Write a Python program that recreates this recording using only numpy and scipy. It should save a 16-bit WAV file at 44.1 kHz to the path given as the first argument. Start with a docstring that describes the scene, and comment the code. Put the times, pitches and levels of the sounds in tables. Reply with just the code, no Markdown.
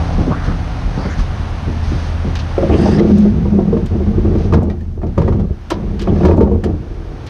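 """Wheelie bin to the refuse truck

A worker with a body-worn camera walks from an idling truck to a big plastic bin, flips its lid, rolls it
over rough concrete, bumps it against the truck and heaves it onto the lifter. Jolts and blows ring
the hollow bin's walls, cavity and panels; its stiff rim clacks. Air buffets the microphone, a jacket
rubs near it, and a limiter holds the loudest blows."""
import sys
import numpy as np
from scipy import signal
from scipy.fft import rfft, irfft, next_fast_len
from scipy.io import wavfile
from scipy.ndimage import uniform_filter1d, minimum_filter1d, map_coordinates

SR = 44100
rng = np.random.default_rng(int(sys.argv[2]) if len(sys.argv) > 2 else 0)


def master(y):
    """Save y as 16-bit WAV."""
    cut = np.clip(np.atleast_2d(y).T, -1, 1)
    pcm = np.round(cut * 32767)  # scale
    wavfile.write(sys.argv[1], SR, pcm.astype(np.int16))


N = 321489
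TIME_S = np.arange(N) / SR
AGE_S = np.arange(SR // 2) / SR  # time since a blow


def amp(db):
    """Decibels to gain."""
    return 10 ** (np.asarray(db) / 20)


def unit(x):
    """x at rms 1."""
    return x / np.sqrt(np.mean(x ** 2) + 1e-20)


def unit_hit(x):
    """A hit at rms 1 over its first 30 ms."""
    return x / np.sqrt(np.mean(x[AGE_S < .03] ** 2) + 1e-20)


def along(points, hz):
    """(freq_hz, value) points read on a log frequency axis."""
    freq_hz, values = np.transpose(points)
    return np.interp(np.log(hz + 1), np.log(freq_hz + 1), values)


def level(points):
    """Gain per sample from (time_s, level_db) points."""
    return amp(np.interp(TIME_S, *np.transpose(points)))


def wobble(rate_hz):
    """Smooth random curve with knots at rate_hz."""
    knots = rng.standard_normal(int(N * rate_hz / SR) + 4)
    return map_coordinates(knots, [TIME_S * rate_hz / SR])


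def stroke(start_s, length_s, rise_s, release_s, sag_db=0):
    """Envelope of one movement: rise, sagging hold, decay."""
    age_s = TIME_S - start_s
    held = amp(-sag_db * np.clip(age_s / length_s, 0, 1))
    return np.clip(age_s / rise_s, 0, 1) * held * np.exp(-np.maximum(age_s - length_s, 0) / release_s)


def filtered(x, response):
    """x through a complex frequency response."""
    size = next_fast_len(len(x) + SR // 4)
    return irfft(rfft(x, size) * response(np.fft.rfftfreq(size, 1 / SR)), size)[:len(x)]


def coloured(x, spectrum):
    """x shaped by a spectrum, at rms 1."""
    return unit(filtered(x, lambda hz: amp(along(spectrum, hz))))


def resonate(x, modes):
    """x through parallel resonances of alternating sign."""
    return filtered(x, lambda f: sum(
        (-1) ** k * amp(db) * 1j * f * width_hz / (hz * hz - f * f + 1j * f * width_hz)
        for k, (hz, width_hz, db) in enumerate(modes)))


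def steady(x, window_s):
    """x with slow swells evened out, near rms 1."""
    size = max(int(window_s * SR), 8)
    power = uniform_filter1d(uniform_filter1d(x * x, size), size)
    return x / np.sqrt(np.abs(power) + 1e-3 * np.mean(x * x))


def grit(rate_hz, spread_db):
    """Random tiny impacts of uneven size."""
    impacts = (rng.random(N) < rate_hz / SR) * rng.choice([-1, 1], N)
    return unit(impacts * amp(spread_db * rng.standard_normal(N)))


def burst(spectrum, t60_s, attack_s, grain_db=3):
    """Dense, dying crackle of a given colour."""
    grains = rng.standard_normal(len(AGE_S)) * amp(grain_db * rng.standard_normal(len(AGE_S)))
    envelope = amp(-60 * AGE_S / t60_s) * (1 - np.exp(-AGE_S / attack_s))
    return unit_hit(coloured(grains, spectrum) * envelope)


def ring(modes, attack_s, boost_db=0, damping=0.56):
    """One blow on a set of modes, each with a fresh strength and a slightly shifted pitch."""
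    hz, width_hz, db = np.transpose(modes)[:, :, None]
    hz = hz * (1 + .025 * rng.standard_normal(hz.shape))
    strength = amp(db + boost_db + 5.56 * rng.standard_normal(hz.shape))
    swing = np.sin(2 * np.pi * (hz * AGE_S + rng.random(hz.shape)))
    decay = np.exp(-damping * np.pi * width_hz * AGE_S)
    return unit_hit(np.sum(strength * decay * swing, axis=0) * (1 - np.exp(-AGE_S / attack_s)))


def add(track, start_s, x):
    """Mix x into the track at start_s."""
    part = track[max(round(start_s * SR), 0):][:len(x)]
    part += x[:len(part)]


# noise floor: freq_hz, density_db
HISS_SPECTRUM = [(1000, -6), (6200, 0.5), (7200, -9), (11000, -12.5), (13200, -12), (15000, -28)]

def hiss(gain_db=-64):
    """Faint, steady microphone hiss."""
    return amp(gain_db) * coloured(rng.standard_normal(N), HISS_SPECTRUM)


# reverberation: freq_hz, t60_s
YARD_DECAY = [(100, 0.72), (600, 0.49), (3000, 0.13), (10000, 0.034)]

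def yard(x, gain_db=-16):
    """Short, diffuse reflections from truck, shed and ground."""
    hz, age_s, noise = signal.stft(rng.standard_normal(SR // 2), SR, nperseg=256)
    decay = amp(-60 * age_s / along(YARD_DECAY, hz)[:, None])
    tail = signal.istft(noise * decay, SR, nperseg=256)[1]
    return amp(gain_db) * signal.fftconvolve(x, tail / np.linalg.norm(tail))[:N]


# firing tone as the worker moves about: time_s, level_db
FIRING_LEVEL = [(0, -20), (.3, -23.5), (.9, -29.5), (1.2, -23.5), (1.55, -23), (1.85, -18.5), (2.35, -18.5),
                (2.6, -21.5), (4.85, -27), (5.6, -39), (6.7, -29), (7.29, -41)]
# pump and fan: pitch_hz, relative_db
PUMP_TONES = [(124, -4), (167, 5), (250, -7), (284, -3.5), (490, -12), (740, -9.5), (1420, -19.5)]
# machinery noise level, dipping after the loud knocks: time_s, relative_db
MACHINE_LEVEL = [(0.0, -36.5), (0.18, -39), (2.46, -39), (2.9, -35.5), (3.11, -42.5), (3.65, -46.5),
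                 (4.43, -45), (4.75, -55.5), (5.0, -60), (5.24, -47), (5.48, -55), (5.66, -49.5),
                 (6.0, -47.5), (6.23, -43.5), (6.4, -53.5), (6.6, -53.5), (6.76, -51), (7.13, -48),
                 (7.29, -45.5)]
# machinery noise: freq_hz, density_db
MACHINE_SPECTRUM = [(30, 1.5), (70, 9.5), (120, 16.5), (200, -4.5), (300, 0), (480, -3), (740, -1),
                    (1000, -4.5), (1400, -7), (2200, -12.5), (4000, -19), (6300, -24), (7200, -38),
                    (9300, -36), (11000, -44.5), (15000, -62.5)]

def truck(firing_hz=81, machine_db=13.0, clatter_depth=0.036, pump_db=-27.5, pump_fade_db_per_s=8.5):
    """Unsteady firing tone, pump and fan tones, and machinery noise pulsing at half the firing rate."""
    phase = 2 * np.pi * np.cumsum(firing_hz * (1 + .012 * wobble(11))) / SR
    firing = level(FIRING_LEVEL) * unit(amp(1.8 * wobble(14)) * np.sin(phase))
    pump = sum(amp(db + 1.9 * wobble(5)) * np.sin(2 * np.pi * hz * TIME_S + .5 * wobble(9))
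               for hz, db in PUMP_TONES)
    pump *= amp(pump_db - pump_fade_db_per_s * TIME_S)  # the worker walks off
    pulsing = 1 + clatter_depth * np.sin(phase / 2)
    machinery = coloured(rng.standard_normal(N) * pulsing, MACHINE_SPECTRUM)
    machinery *= level(MACHINE_LEVEL) * amp(machine_db + 1.7 * wobble(9))
    return firing + pump + machinery


# airflow: time_s, level_db
BREEZE_LEVEL = [(0, -23), (2.5, -23.5), (4.4, -24), (4.65, -27.5), (5.0, -24.5), (5.4, -18.5),
                (5.65, -33.5), (5.85, -21), (7.1, -26.5), (7.29, -38.5)]
# quick turns of the body: start_s, length_s, level_db
GUSTS = [(0.117, .1, -19), (0.446, 0.073, -17), (0.84, 0.032, -17), (1.17, 0.034, -13), (1.855, 0.096, -23),
         (4.056, 0.4, -22.5)]
# buffeting: freq_hz, density_db
AIR_SPECTRUM = [(10, -35.5), (24, -12), (36, -2.5), (60, -12), (110, -18), (250, -25.5), (700, -78),
                (2000, -120)]

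def wind(swing_db=2.5):
    """Air buffets the microphone, harder when the body turns."""
    breeze = level(BREEZE_LEVEL) * amp(swing_db * wobble(9))
    gusts = sum(amp(db) * stroke(start_s, length_s, rise_s=0.011, release_s=0.018)
                for start_s, length_s, db in GUSTS)
    return (breeze + gusts) * steady(coloured(rng.standard_normal(N), AIR_SPECTRUM), window_s=0.073)


# jacket movements: start_s, length_s, relative_db
JACKET_RUBS = [(0, .25, -41), (0.429, 0.035, -36), (0.897, 0.3, -43), (1.174, 0.033, -37.5),
               (1.828, 0.26, -37), (3.06, 0.17, -39.5), (4.37, 0.094, -42.5), (6.148, .17, -45)]
# rustle: freq_hz, density_db
CLOTH_SPECTRUM = [(500, -20.5), (1500, 5.5), (3000, 3.5), (5000, 2.5), (6400, -1), (7200, -19.5),
                  (9300, -13), (11000, -35), (15000, -51.5)]

def jacket(gain_db=-4):
    """Cloth rubs near the microphone."""
    rubs = sum(amp(db + gain_db) * stroke(start_s, length_s, rise_s=0.013, release_s=0.038)
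               for start_s, length_s, db in JACKET_RUBS)
    return rubs * coloured(grit(rate_hz=2900, spread_db=-0.5), CLOTH_SPECTRUM)


# sleeve movements: start_s, length_s, relative_db, first_hz, last_hz
SLEEVE_DRAGS = [(0, 0.23, -28.5, 720, 609), (0.299, 0.035, -21, 380, 1153), (0.331, 0.058, -32, 1300, 1595),
                (0.393, 0.13, -30.5, 1450, 1200), (0.947, 0.083, -29, 560, 853),
                (1.034, 0.11, -34, 1100, 1730), (1.18, 0.021, -29.5, 1190, 1162)]

def sleeve(gain_db=-2):
    """A sleeve drags over the camera; the faster the weave slides, the higher its noise band."""
    out = np.zeros(N)
    weave_spectrum = [(20, 2.0), (200, -0.5), (500, -6.5), (1500, -27), (5000, -45), (12000, -90)]
    weave = coloured(grit(rate_hz=1200, spread_db=2.0), weave_spectrum)
    for start_s, length_s, db, first_hz, last_hz in SLEEVE_DRAGS:
        centre_hz = np.interp(TIME_S, [start_s, start_s + length_s], [first_hz, last_hz])
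        band = unit(weave * np.sin(2 * np.pi * np.cumsum(centre_hz) / SR))
        out += amp(db + gain_db) * stroke(start_s, length_s, rise_s=0.0068, release_s=0.014) * band
    return out


# footfalls: start_s, relative_db
STEPS = [(0.182, -16), (0.208, -16), (.27, -13.5), (0.304, -19), (0.476, -17), (.974, -18), (1.05, -18.5),
         (1.672, -18.5), (1.918, -18), (2.245, -17.5), (7.123, -31)]
# thud: freq_hz, density_db
THUD_SPECTRUM = [(40, -43), (110, 8), (200, 4.5), (330, -1.5), (600, -12.5), (1200, -33), (4000, -60),
                 (10000, -100)]

def footsteps(gain_db=-1):
    """Dull footfalls carried through the body."""
    out = np.zeros(N)
    for start_s, db in STEPS:
        add(out, start_s, amp(db + gain_db) * burst(THUD_SPECTRUM, t60_s=0.28, attack_s=0.00051))
    return out


# lid edge: pitch_hz, width_hz, relative_db
LID_MODES = [(1750, 220, 0), (2100, 220, -5), (2710, 260, -5), (3700, 260, -8), (4650, 330, -3),
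             (5100, 330, -6), (6100, 350, -13), (8730, 600, -18)]

def lid(start_s=2.69, length_s=0.27, gain_db=-37.5):
    """Fine slips ring the lid's edge, swelling as it slides on the rim until it comes free."""
    edge = resonate(grit(rate_hz=5100, spread_db=1.0), LID_MODES)
    scrape = coloured(edge, [(900, -25), (1500, 3.5), (9500, 0.5), (11000, -21.5)])
    return amp(gain_db) * stroke(start_s, length_s, rise_s=0.12, release_s=0.014) * scrape


# squeaks and rasps: start_s, length_s, pitch_hz, level_db
SQUEAKS = [(.97, .12, 4680, -44), (1.02, .12, 2080, -41), (1.09, .06, 6250, -46), (2.712, .035, 2350, -35),
           (2.715, .065, 2800, -35), (2.808, .025, 8900, -49), (2.81, .1, 4700, -43),
           (2.84, .08, 5700, -44), (2.925, .03, 1760, -34), (2.92, .06, 5100, -40), (2.975, .03, 1870, -31),
           (5.988, .045, 3050, -39), (6.08, .025, 3170, -43)]

def squeaks(width_ratio=.13):
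    """Slips of glove, jacket and plastic narrow into a band around one pitch."""
    out = np.zeros(N)
    for start_s, length_s, pitch_hz, db in SQUEAKS:
        swell = np.sqrt(np.abs(np.sin(np.pi * np.clip(AGE_S / length_s, 0, 1))))
        slips = grit(rate_hz=2000, spread_db=4.5)[:len(AGE_S)]
        band = filtered(slips, lambda hz: np.exp(-(np.log((hz + 1) / pitch_hz) / width_ratio) ** 2))
        add(out, start_s, amp(db) * swell * unit(band))
    return out


# strikes on the rod: start_s, level_db
HINGE_HITS = [(4.699, -41.5), (4.808, -52)]
# rod: pitch_hz, width_hz, relative_db
HINGE_MODES = [(1260, 52, 0), (1572, 40, -3), (1790, 64, 7), (2450, 42, -3)]

def hinge():
    """The steel hinge rod rings briefly as the lid settles."""
    out = np.zeros(N)
    for start_s, db in HINGE_HITS:
        add(out, start_s, amp(db) * ring(HINGE_MODES, attack_s=0.0012))
    return out


# crack and its treble tick: freq_hz, density_db
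CRACK_SPECTRUM = [(500, -9.5), (1400, 2), (2400, -1), (3100, 1), (4300, -1.5), (6200, -7.5), (7400, -26),
                  (12000, -44.5)]
TICK_SPECTRUM = [(3500, -11), (7000, -6.5), (9200, -11), (11000, -22), (13500, -19.5), (15500, -35.5)]

def crack(tick_db, attack_s):
    """Hard plastic cracks briefly, with a tick of treble on top."""
    body = burst(CRACK_SPECTRUM, t60_s=0.11, attack_s=attack_s, grain_db=7.5)
    tick = burst(TICK_SPECTRUM, t60_s=0.048, attack_s=attack_s, grain_db=6)
    return body + amp(tick_db) * tick


# sharp contacts of rim, hinge, lifter and clothing: start_s, relative_db, tick_db, attack_s
SNAPS = [(1.194, -58, 7, .0006), (1.215, -64, 5.5, .0006), (2.353, -27, -19.5, .002),
         (2.389, -30, -24.5, 0.002), (2.983, -31.5, -25, 0.0052), (3.18, -56, 10, 0.0027),
         (3.857, -42.5, -4.5, 0.003), (4.534, -35.5, -20, 0.0015), (4.628, -63, 10.5, 0.0026),
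         (4.697, -42.5, -16.5, 0.0016), (4.806, -54, -9.5, 0.0014), (5.065, -49.5, -23, 0.0011),
         (5.179, -42, -12, 0.0014), (5.395, -49, -11, 0.0013), (5.702, -25, -9.5, 0.0013),
         (5.992, -32.5, -17.5, 0.0021), (6.012, -33, -10.5, 0.0092), (6.25, -29, -16.5, 0.0021),
         (6.369, -47, -8, .003), (6.412, -44, -17, .003), (6.638, -34, -9, 0.001),
         (7.263, -37.5, -12.5, 0.0047)]

def snaps(gain_db=-4):
    """Sharp plastic cracks and ticks, alone or on top of hard knocks."""
    out = np.zeros(N)
    for start_s, db, tick_db, attack_s in SNAPS:
        add(out, start_s, amp(db + gain_db) * crack(tick_db, attack_s))
    return out


# judders of the dragged bin: start_s, length_s, relative_db, pitch_hz
JUDDERS = [(3.085, 0.067, -3.5, 200), (3.178, 0.12, -8.5, 207), (3.522, 0.068, -12.5, 200),
           (4.064, .04, -12.5, 203), (6.253, 0.09, -13, 205.5), (6.381, 0.033, -3.5, 208)]

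def judder(gain_db=-2):
    """Stick and slip locks onto the cavity resonance: an almost pure boom."""
    out = np.zeros(N)
    for start_s, length_s, db, pitch_hz in JUDDERS:
        boom = unit(np.sin(2 * np.pi * pitch_hz * TIME_S + 0.36 * wobble(30)))
        out += amp(db + gain_db) * stroke(start_s, length_s, rise_s=0.019, release_s=0.012) * boom
    return out


# bin resonances: pitch_hz, width_hz, relative_db
WALL_MODES = [(77.9, 20.4, 2), (87.5, 33, -1), (140.7, 11, -14)]
CAVITY_MODES = [(157.3, 15.6, -1), (205.2, 24.8, 3.5), (251.4, 34, -14)]
PANEL_MODES = [(291.2, 41, -0.5), (333.2, 35, 4), (369.6, 38.6, 2.5), (423.7, 47.4, -0.5),
               (461.7, 31.6, -1), (536.3, 41, -9.5), (598, 58, -11), (690, 65, -11), (787, 77, -14.5),
               (917, 41, -20.5), (1140, 110, -22.5)]
# lid lift and rolling: start_s, length_s, wall_relative_db, cavity_relative_db, panel_relative_db
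BIN_MOVES = [(2.576, 0.14, -22, -18.5, -24), (2.691, 0.075, -6, -14.5, -7.5), (2.784, 0.19, -15, -8, -12.5),
             (2.97, 0.15, -19, -8, -12.5), (3.102, 0.16, -23, -9, -20), (3.301, 0.22, -9, -12.5, -24.5),
             (3.513, 0.26, -20, -10.5, -21.5), (3.812, 0.039, -9.5, -13.5, -25.5),
             (3.897, 0.14, -11.5, -16.5, -22.5), (4.056, .16, -12.5, -17, -22),
             (4.235, 0.31, -10, -16.5, -20.5), (4.516, 0.075, -5, -7, -15),
             (4.614, 0.11, -14.5, -15.5, -19), (4.742, 0.32, -33, -29.5, -40),
             (5.027, 0.062, -13, -19.5, -21.5), (5.167, 0.19, -8.5, -15, -19),
             (5.365, 0.085, -16, -12, -22), (5.493, 0.028, -9.5, -20.5, -26),
             (5.73, 0.35, -26.5, -20.5, -26.5), (6.067, 0.18, -10, -11.5, -16.5),
             (6.229, 0.11, -4, -6.5, -7), (6.365, 0.1, -7, -9, -12.5), (6.495, 0.075, -6.5, -12.5, -21.5),
             (6.625, 0.099, -10, -16, -16.5), (6.82, 0.44, -36, -40.5, -30.5)]

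def rumble(wall_db=-4, cavity_db=-3, panel_db=-3.5, jolt_cutoff_hz=1500, deep_cutoff_hz=270):
    """Small jolts make the bin rumble and rattle as its lid is lifted and it is rolled."""
    shaking = grit(rate_hz=330, spread_db=1.0) + 0.14 * rng.standard_normal(N)
    jolts = filtered(shaking, lambda hz: 1 / (1 + (hz / jolt_cutoff_hz) ** 4))
    # walls and cavity follow only the slow part
    deep = filtered(jolts, lambda hz: 1 / (1 + (hz / deep_cutoff_hz) ** 6))
    moves = np.array([stroke(start_s, length_s, rise_s=0.019, release_s=0.021, sag_db=2)
                      for start_s, length_s, *_ in BIN_MOVES])
    wall_drive, cavity_drive, panel_drive = amp(np.array(BIN_MOVES)[:, 2:].T) @ moves
    walls = amp(wall_db) * wall_drive * steady(resonate(deep, WALL_MODES), window_s=0.03)
    cavity = amp(cavity_db) * cavity_drive * steady(resonate(deep, CAVITY_MODES), window_s=0.022)
    panels = amp(panel_db) * panel_drive * steady(resonate(jolts, PANEL_MODES), window_s=0.086)
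    return walls + cavity + panels


def focus_db(modes, ring_hz, peak_db=12, width_ratio=0.066):
    """Where a blow lands favours the modes near ring_hz."""
    pitch_hz = np.array(modes)[:, :1]
    return peak_db * np.exp(-(np.log(pitch_hz / ring_hz) / width_ratio) ** 2)


# stiff rim: pitch_hz, width_hz, relative_db
RIM_MODES = [(940, 85, -2), (1070, 95, -1), (1220, 120, -1), (1400, 130, -4), (1690, 140, -8),
             (1900, 140, -8), (2200, 150, -11), (2480, 150, -12)]
# rim clack: freq_hz, density_db
CLACK_SPECTRUM = [(300, 13.5), (600, 5.5), (1000, 15.5), (1350, 8.5), (1700, -1), (2300, 0.5),
                  (3500, -26.5), (7000, -40), (12000, -64)]
# blows on the bin: start_s, relative_db, upper_panels_db, hardness_db, ring_hz
KNOCKS = [(2.578, -13.5, -2.5, -17, 564), (2.625, -14.5, -2, -17, 575), (2.697, -19.5, -4.5, -22, 350),
          (2.856, -21.5, 4.5, -19.5, 338), (3.002, -6.5, -15.5, -25.5, 348),
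          (3.104, -11.5, -13.5, -28, 290), (3.251, -15, -15, -37, 334), (3.453, -21, -11, -22, 433),
          (3.533, -20, -12, -27, 364), (3.586, -12, -9.5, -22, 371), (3.677, -15.5, -21, -38, 369),
          (3.726, -11, -21, -27, 451), (3.767, -16.5, -13.5, -17.5, 347), (3.91, -25.5, -18, -41, 339),
          (3.953, -21, -15, -33, 354), (4.003, -17, -16, -37, 354), (4.062, -24.5, -17, -22, 420),
          (4.175, -11.5, -29, -38, 377), (4.248, -11.5, -18.5, -29, 353), (4.307, -18.5, -25, -36, 374),
          (4.35, -14, -14.5, -22, 339), (4.523, -12, -24, -12, 392), (4.534, -10, -8, -5.5, 377),
          (4.62, -20, -6.5, -25, 354), (4.975, -27, -15, -32, 387), (5.016, -26.5, -12, -17, 300),
          (5.031, -25.5, -5, -13.5, 343), (5.177, -10, -9.5, -15.5, 202), (5.215, -26, -6, -2, 444),
          (5.277, -17, -5.5, -13.5, 390), (5.323, -28.5, -8, -5.5, 350), (5.396, -23.5, -14, -18, 366),
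          (5.704, -25.5, -3, 2, 320), (5.716, -17, -7, -8.5, 343), (6.013, -23.5, -20, -28, 337),
          (6.072, -16.5, -4.5, -17.5, 355), (6.16, -24, -11.5, -16, 347), (6.207, -17.5, -7, -23, 327),
          (6.231, -16, -9.5, -15, 325), (6.25, -9, -9, -9, 323), (6.282, -14.5, -5, -17, 338),
          (6.309, -14, -6, -13, 345), (6.376, -20.5, -4, -19, 370), (6.406, -4, -12.5, -20.5, 413),
          (6.472, -18, -9, -23, 342), (6.513, -15, -17, -22.5, 347), (6.545, -20, -16, -26, 465),
          (6.637, -21.5, -8, -11.5, 500), (6.651, -21.5, -17, -24, 310), (6.697, -24, -16, -19, 380),
          (6.737, -21, -23, -33, 293)]

def knocks(low_db=-2, high_db=-1, hollow_db=-5, rim_db=-3, clack_db=-5, crack_db=-18):
    """Each blow booms through the bin; harder ones add more rim ring, clack and crack."""
    out = np.zeros(N)
    body_attack_s, edge_attack_s = 0.0035, 0.0025
    low_modes, high_modes = WALL_MODES + CAVITY_MODES + PANEL_MODES[:5], PANEL_MODES[5:]
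    # walls and cavity follow a short blow less readily
    below_panels = np.array(low_modes)[:, :1] < PANEL_MODES[0][0]
    for start_s, db, upper_panels_db, hardness_db, ring_hz in KNOCKS:
        low = ring(low_modes, body_attack_s, focus_db(low_modes, ring_hz) + hollow_db * below_panels)
        high = ring(high_modes, body_attack_s, focus_db(high_modes, ring_hz))
        body = amp(low_db) * low + amp(high_db + upper_panels_db) * high
        edge = amp(rim_db) * ring(RIM_MODES, edge_attack_s)
        edge += amp(clack_db) * burst(CLACK_SPECTRUM, t60_s=.1, attack_s=edge_attack_s, grain_db=4.5)
        edge += amp(crack_db) * crack(tick_db=-14, attack_s=edge_attack_s)
        add(out, start_s, amp(db) * (body + amp(hardness_db) * edge))
    return out


def scene():
    """Truck, worker and bin at one microphone; only the hits reverberate."""
    hits = knocks() + snaps() + hinge()
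    background = hiss() + truck()
    worker = wind() + jacket() + sleeve() + footsteps()
    handling = lid() + squeaks() + rumble() + judder()
    return (background + worker + handling + hits + yard(hits))[None]


def record(dry):
    """The camera's low cut, fast peak limiter and band limit."""
    low_cut_hz, top_hz, ceiling = 27, 15200, .95
    x = signal.sosfilt(signal.butter(3, low_cut_hz, "high", fs=SR, output="sos"), dry[0])
    needed_gain = np.minimum(1, ceiling / (np.abs(x) + 1e-9))
    gain = uniform_filter1d(minimum_filter1d(needed_gain, size=400), size=300)
    return filtered(x * gain, lambda hz: hz < top_hz)[None]


dry = scene()
out = record(dry)
master(out)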